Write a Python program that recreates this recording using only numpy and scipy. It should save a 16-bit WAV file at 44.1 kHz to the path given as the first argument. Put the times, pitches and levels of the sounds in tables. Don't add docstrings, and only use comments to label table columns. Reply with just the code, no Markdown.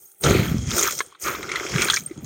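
import sys
import numpy as np
from scipy import signal
from scipy.fft import rfft, irfft
from scipy.io import wavfile

SR = 44100
rng = np.random.default_rng(int(sys.argv[2]) if len(sys.argv) > 2 else 0)


def amplitude_ratio(level_db):
    exponent = np.asarray(level_db, float) / 20
    return 10 ** exponent


def to_wav(s):
    ch = np.atleast_2d(s).T
    pcm = np.round(np.clip(ch, -1, 1) * 32767)
    wavfile.write(sys.argv[1], SR, pcm.astype(np.int16))


N = 99225

# (pitch [Hz], width [Hz], level [dB])
CHUNK_RINGS = [(1331, 347, 2.5), (1665, 680, -8.5), (2140, 680, 0.5), (2350, 90, -10.5), (3232, 314, 2),
               (4050, 570, -3.5)]
# (pitch [Hz], width [Hz], level [dB])
GRIT_RINGS = [(5420, 1120, -1), (6500, 900, 5), (8600, 590, 0.5), (10700, 200, -9.5)]
SLIP_S = 0.00098
SNAP_RISE_S = 0.0006


def evened(x):
    return x / np.sqrt(np.mean(x ** 2) + 1e-20)


def add(mix, s, sound):
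    part = mix[round(s * SR):][:len(sound)]
    part += sound[:len(part)]


def resonate(x, hz, width):
    b, a = signal.iirpeak(min(hz, .45 * SR), hz / max(width, 5), SR)
    return signal.lfilter(b, a, x)


def body(x, rings):
    total = 0
    for k, (hz, width, db) in enumerate(rings):
        ring = resonate(resonate(x, hz, width), hz, 2 * width)
        total = total + (-1) ** k * amplitude_ratio(db) * ring
    return total


def lumps(per_s, depth_db):
    count = int(N / SR * 400) + 9
    drift = signal.lfilter([1], [1, -np.exp(-per_s / 400 * 2 * np.pi)], rng.standard_normal(count))
    return amplitude_ratio(depth_db * np.interp(np.arange(N), np.linspace(0, N, count), evened(drift)))


def slips(per_s, spread_db, hiss, burst_s):
    happens = rng.random(N) < per_s / SR
    size = amplitude_ratio(spread_db * np.minimum(rng.exponential(1, N), 2.5)) * happens
    scratch = signal.lfilter([1], [1, -np.exp(-1 / (burst_s * SR))], size)
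    return (evened(scratch) + hiss) * rng.standard_normal(N)


def layer(rings, shared, level_db, own, per_s, spread_db, hiss, burst_s, patchy_db, lean=0, pivot_hz=2000):
    plain, leaning = 0, 0
    for ring in rings:
        rub = shared + own * evened(slips(per_s, spread_db, hiss, burst_s))
        sound = body(rub, [ring]) * lumps(3.2, patchy_db)
        plain = plain + sound
        leaning = leaning + sound * amplitude_ratio(lean * np.log2(ring[0] / pivot_hz))
    return amplitude_ratio(level_db) * leaning / np.std(plain)


def over_time(table):
    times, *columns = np.transpose(table)
    return [np.interp(np.arange(N) / SR, times, column) for column in columns]


def grinding():
    # (time [s], level [dB], lean towards smaller stones [dB per octave])
    pulls = [(0, -70, -2), (.2, -71.5, 1), (.25, -22.5, -3.5), (.42, -28.5, -2.5), (.52, -36.5, -7.5),
             (.65, -48.5, 1.5), (.72, -32.5, -1.5), (.88, -26.5, -5.5), (.94, -47, 7), (1.04, -54.5, -4),
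             (1.2, -61.5, -2), (1.27, -24.5, -7.5), (1.4, -42.5, -7.5), (1.55, -32.5, -5.5),
             (1.7, -37, -1.5), (1.82, -25, -5.5), (1.97, -36.5, 3.5), (2.03, -56.5, -1)]
    # (time [s], level [dB], lean towards the finest grit [dB per octave])
    grit_run = [(0, -56.5, 23), (.07, -58.5, 28), (0.197, -69.5, 44), (0.236, -28, 2), (.55, -44, -11),
                (0.658, -45, -17), (0.782, -23.5, 2), (0.971, -35.5, -3), (1.03, -47, 9), (1.181, -73, -1),
                (1.224, -34.5, 11), (1.328, -37, -4), (1.4, -48, -27), (1.58, -45, -37), (1.82, -29.5, -3),
                (1.968, -32.5, -5), (2.042, -52, 7), (2.25, -59, 7)]
    # (time [s], level [dB], share of board ring [dB])
    load = [(0, -62, 0), (.1, -85, 12), (0.196, -68.5, 5.5), (0.248, -17, 2.5), (.41, -17, -10.5),
            (.46, -26, -5), (.51, -18.5, -19), (.67, -29.5, -20), (0.768, -32.5, 8), (0.901, -43.5, 2),
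            (1.19, -75.5, 10.5), (1.26, -37, 8), (1.42, -40.5, 1.5), (1.69, -44.5, 11.5), (1.75, -23, -6),
            (1.88, -38, 3.5), (2.089, -48.5, -7), (2.199, -36.5, -12.5)]
    # (time [s], level [dB])
    sifting = [(0, -57), (.05, -46), (.17, -65), (.22, -39), (.48, -42.5), (.66, -67.5), (.77, -31),
               (.98, -41), (1.18, -86), (1.21, -43), (1.25, -35), (1.54, -65), (1.565, -50), (1.72, -54.5),
               (1.84, -38), (1.95, -39), (2.18, -76), (2.25, -52)]
    # (pitch [Hz], width [Hz], level [dB])
    dust_rings = [(12900, 1200, -5), (14600, 1700, 0)]
    slab_rings = [(71.4, 42, 2), (151, 55.7, 2.5), (222.4, 59, -3)]
    board_rings = [(373.7, 109, 0), (395.7, 48, -11.5), (511, 143, -7.5), (663, 63, -12), (900, 46, -12)]

    drag, small_lean = over_time(pulls)
    grit, fine_lean = over_time(grit_run)
    weight, board_share = over_time(load)
    dust, = over_time(sifting)
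    shared = evened(slips(per_s=450, spread_db=3.5, hiss=.8, burst_s=SLIP_S)) * lumps(25, 1.5)
    b, a = signal.butter(2, (600, 7000), "band", fs=SR)
    scrape = amplitude_ratio(drag - 24) * evened(signal.lfilter(b, a, shared))
    return (scrape
            + layer(CHUNK_RINGS, shared, drag, 1.6, 200, 3, .8, .0015, 2.2, small_lean)
            + layer(GRIT_RINGS, shared, grit, 1.5, 900, 3, .8, SLIP_S, 2, fine_lean, 6500)
            + layer(dust_rings, shared, dust + 1, 1.3, 900, 3, .8, SLIP_S, 1.8)
            + layer(slab_rings, shared, weight - 2.5, 3.5, 120, 16.0, 1.0, 0.0013, 1.6)
            + layer(board_rings, shared, weight + board_share - 1.5, 0.92, 120, 9.0, 1.0, 0.00046, 1.0))


def clacks():
    # (time [s], peak level [dB], pitch [Hz], grit share [dB])
    strikes = [(0.237, -1, 3720, -1.5), (0.2458, -1, 1335, 5), (0.7864, -8.5, 3540, -14),
               (0.8819, -12.5, 1400, -20), (0.9084, -7.5, 7040, 1), (0.9225, -5, 7300, 3),
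               (0.9724, -25, 6080, -8), (0.9889, -4.5, 6330, 5.5), (1.0043, -9, 1713, -12),
               (1.12, -34, 1090, -14), (1.1483, -29, 1160, -39), (1.2797, -5.5, 1144, -5.5),
               (1.3487, -11, 1180, -32), (1.4286, -12, 2050, -5.5), (1.491, -11, 2100, -10),
               (1.5166, -4, 2170, -5), (1.5568, -3.5, 2040, -10.5), (1.7591, -6.5, 1640, -18),
               (1.8189, 2.5, 2350, 2), (1.884, -3.5, 1540, -25), (1.899, 5, 3376, -9),
               (1.9395, 1.5, 1680, 4), (1.9682, -0.5, 2290, -5), (2.073, -34.5, 1950, -20),
               (2.11, -29, 2120, -24)]
    crack_s, tail_s, tail_share, ring_s = 0.0011, .02, .25, 0.0077
    out, t = np.zeros(N), np.arange(2000) / SR
    fade = np.exp(-3 * t / crack_s) + tail_share * np.exp(-3 * t / tail_s)
    shape = (1 - np.exp(-t / SNAP_RISE_S)) * fade
    for s, db, hz, grit_db in strikes:
        crack = rng.standard_normal(len(t)) * shape
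        hit = evened(body(crack, [(hz, 1.72 / ring_s, 0)]))
        hit = hit + amplitude_ratio(-2.5) * evened(body(crack, CHUNK_RINGS))
        hit = hit + amplitude_ratio(grit_db) * evened(body(crack, GRIT_RINGS))
        add(out, s, amplitude_ratio(db - 9.0) * hit / abs(hit).max())
    return out


def ticks():
    # (time [s], peak level [dB], pitch [Hz])
    snaps = [(0.1166, -29, 9000), (0.3574, -17, 1400), (0.4627, -17.5, 1590), (0.582, -15.5, 6100),
             (0.63, -24, 6400), (0.6564, -29, 6460), (0.6713, -17, 6000), (0.7069, -6, 6100),
             (0.7141, -8, 3400), (0.7651, -13, 2320), (0.8305, 0, 6450), (0.8442, -7.5, 1440),
             (0.8744, -3.5, 6100), (0.9514, -17, 6400), (0.9794, -8.5, 5800), (1.0104, -16, 1130),
             (1.062, -21.5, 8000), (1.124, -30, 1120), (1.1982, -25.5, 8360), (1.2391, -11, 5090),
             (1.263, -23, 1400), (1.407, -17.5, 1250), (1.5318, -22, 1970), (1.5973, -8, 2100),
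             (1.6644, -12, 2320), (1.718, -13, 2230), (1.737, -15, 1530), (1.7814, -4, 2350),
             (1.7945, -6, 2200), (1.8114, -7.5, 2350), (1.846, -2, 8800), (1.8506, -9, 2370),
             (1.9074, -7, 8600), (1.9227, -8, 6600), (1.9338, 0.5, 1580), (1.9434, -9, 6560),
             (1.9615, 1, 5300), (1.9834, -34, 6700), (1.99, -16, 8900), (2.0059, -15.5, 6350),
             (2.0224, -30, 2350), (2.036, -23, 8620), (2.0955, -34, 2060), (2.1234, -50, 1200),
             (2.1758, -28.5, 6750), (2.2444, -21, 6500)]
    fade_s, sharpness = .002, 6
    out, t = np.zeros(N), np.arange(900) / SR
    shape = np.exp(-t / fade_s) * (1 - np.exp(-t / SNAP_RISE_S))
    for s, db, hz in snaps:
        snap = rng.standard_normal(len(t)) * shape
        own_ring = evened(body(snap, [(hz, hz / sharpness, 0)]))
        hit = own_ring + amplitude_ratio(-9) * evened(body(snap, CHUNK_RINGS + GRIT_RINGS))
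        add(out, s, amplitude_ratio(db - 9.5) * hit / abs(hit).max())
    return out


def thuds():
    # (time [s], peak level [dB], pitch [Hz], rise [s])
    drops = [(.2581, -12.5, 400, 0.0015), (0.3598, -10.5, 150, 0.0025), (0.3969, -9, 147, 0.0027),
             (0.5169, -11, 159, 0.002), (0.5455, -9, 168, 0.001), (0.5679, -16, 142, .0031),
             (0.6341, -22.1, 110, 0.0048), (.6721, -21.5, 110, .0041), (1.7315, -28.5, 125, 0.0061),
             (1.7653, -29, 113, .0052), (0.5917, -16, 104, 0.003), (0.6864, -18, 113, 0.00384),
             (1.6554, -25.5, 352, 0.0026), (1.747, -31, 121, 0.0081), (2.1144, -25.5, 336, 0.0032),
             (2.185, -35, 312, 0.0069)]
    out, t = np.zeros(N), np.arange(3000) / SR
    for s, db, hz, rise in drops:
        u = t / (1.76 * rise)
        push = (u * np.exp(1 - u)) ** 2
        swing = np.cos(2 * np.pi * hz * (t - 2.3 * rise))
        add(out, s - 1.9 * rise, amplitude_ratio(db) * push * swing)
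    return out


def chips():
    # (time [s], peak level [dB], pitch [Hz], time to fade by 60 dB [s])
    pure_notes = [(.0561, -43, 6600, .08), (.2092, -28, 8590, .06), (.2575, -15, 1340, .05),
                  (.2612, -14, 3230, .04), (1.0042, -22, 426, .03), (1.0043, -15, 1100, .03),
                  (1.0045, -10, 2127, .016), (1.0046, -15, 1400, .022), (1.0085, -17, 1390, .02),
                  (1.9003, -5, 4300, .01), (1.9425, -8, 6500, .008), (2.0616, -16.5, 8635, .035),
                  (2.1881, -38, 6650, .03)]
    rise_s = 0.00041
    out, t = np.zeros(N), np.arange(5000) / SR
    for s, db, hz, fade_s in pure_notes:
        loudness = amplitude_ratio(db - 60 * t / fade_s) * (1 - np.exp(-t / rise_s)) ** 2
        add(out, s, loudness * np.sin(2 * np.pi * hz * t))
    return out


def air():
    # (pitch [Hz], level [dB per Hz])
    hush = [(24, -50), (40, 0), (790, 30), (1950, -56), (7730, -84), (8550, 67), (11800, -61), (14100, -32),
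            (16000, 18)]
    hz, (points, db) = np.fft.rfftfreq(N, 1 / SR), np.transpose(hush)
    gain = amplitude_ratio(np.interp(np.log(hz + 1), np.log(points), db))
    return amplitude_ratio(-71) * evened(irfft(rfft(rng.standard_normal(N)) * gain, N))


def hum():
    t, hz = np.arange(N) / SR, 400
    return amplitude_ratio(-74) * (np.sin(2 * np.pi * hz * t) + np.sin(2 * 2 * np.pi * hz * t))


def scene():
    mono = grinding() + clacks() + ticks() + thuds() + chips() + air() + hum()
    return np.array([mono, mono])


def turn_over(x):
    # (middle time [s], length [s], middle pitch [Hz], width [Hz])
    turns = [(0.05, 0.028, 8950, 900), (0.053, 0.031, 12800, 700), (0.02, 0.056, 11600, 600),
             (0.146, 0.13, 11800, 900), (0.25, 0.034, 8600, 250), (0.23, .06, 14300, 500),
             (0.262, 0.04, 11600, 1500), (0.542, 0.11, 11700, 800), (0.65, 0.093, 10700, 1200),
             (0.685, 0.076, 12000, 1200), (1.074, 0.036, 12700, 900), (1.112, 0.056, 14100, 600),
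             (1.311, 0.025, 7600, 900), (1.312, .03, 13600, 900), (1.375, 0.034, 12800, 600),
             (1.397, 0.074, 10700, 1300), (1.492, 0.068, 11700, 1000), (1.71, .05, 11700, 500),
             (2.015, 0.035, 9300, 600), (2.02, .04, 14700, 600), (2.106, 0.075, 12900, 1500),
             (2.19, 0.038, 12900, 3000), (2.24, .03, 14200, 900)]
    hz, t, z = signal.stft(x, SR, nperseg=1024, noverlap=768)
    turned = np.zeros(z.shape, bool)
    for s, length, middle, width in turns:
        turned |= (abs(t - s) < length / 2) & (abs(hz[:, None] - middle) < width / 2)
    return signal.istft(z * (1 - 2 * turned), SR, nperseg=1024, noverlap=768)[1][:N]


def low_pass(x):
    return signal.sosfilt(signal.butter(12, 16550, fs=SR, output="sos"), x)


def record(dry):
    low_cut = signal.butter(2, 45, "high", fs=SR, output="sos")
    high_cut = signal.firwin(511, 16050, window=("kaiser", 9), fs=SR)
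    x = signal.oaconvolve(signal.sosfilt(low_cut, dry), high_cut[None], "same")
    return low_pass(np.array([x[0], turn_over(x[1])]))


dry = scene()
out = record(dry)
to_wav(out)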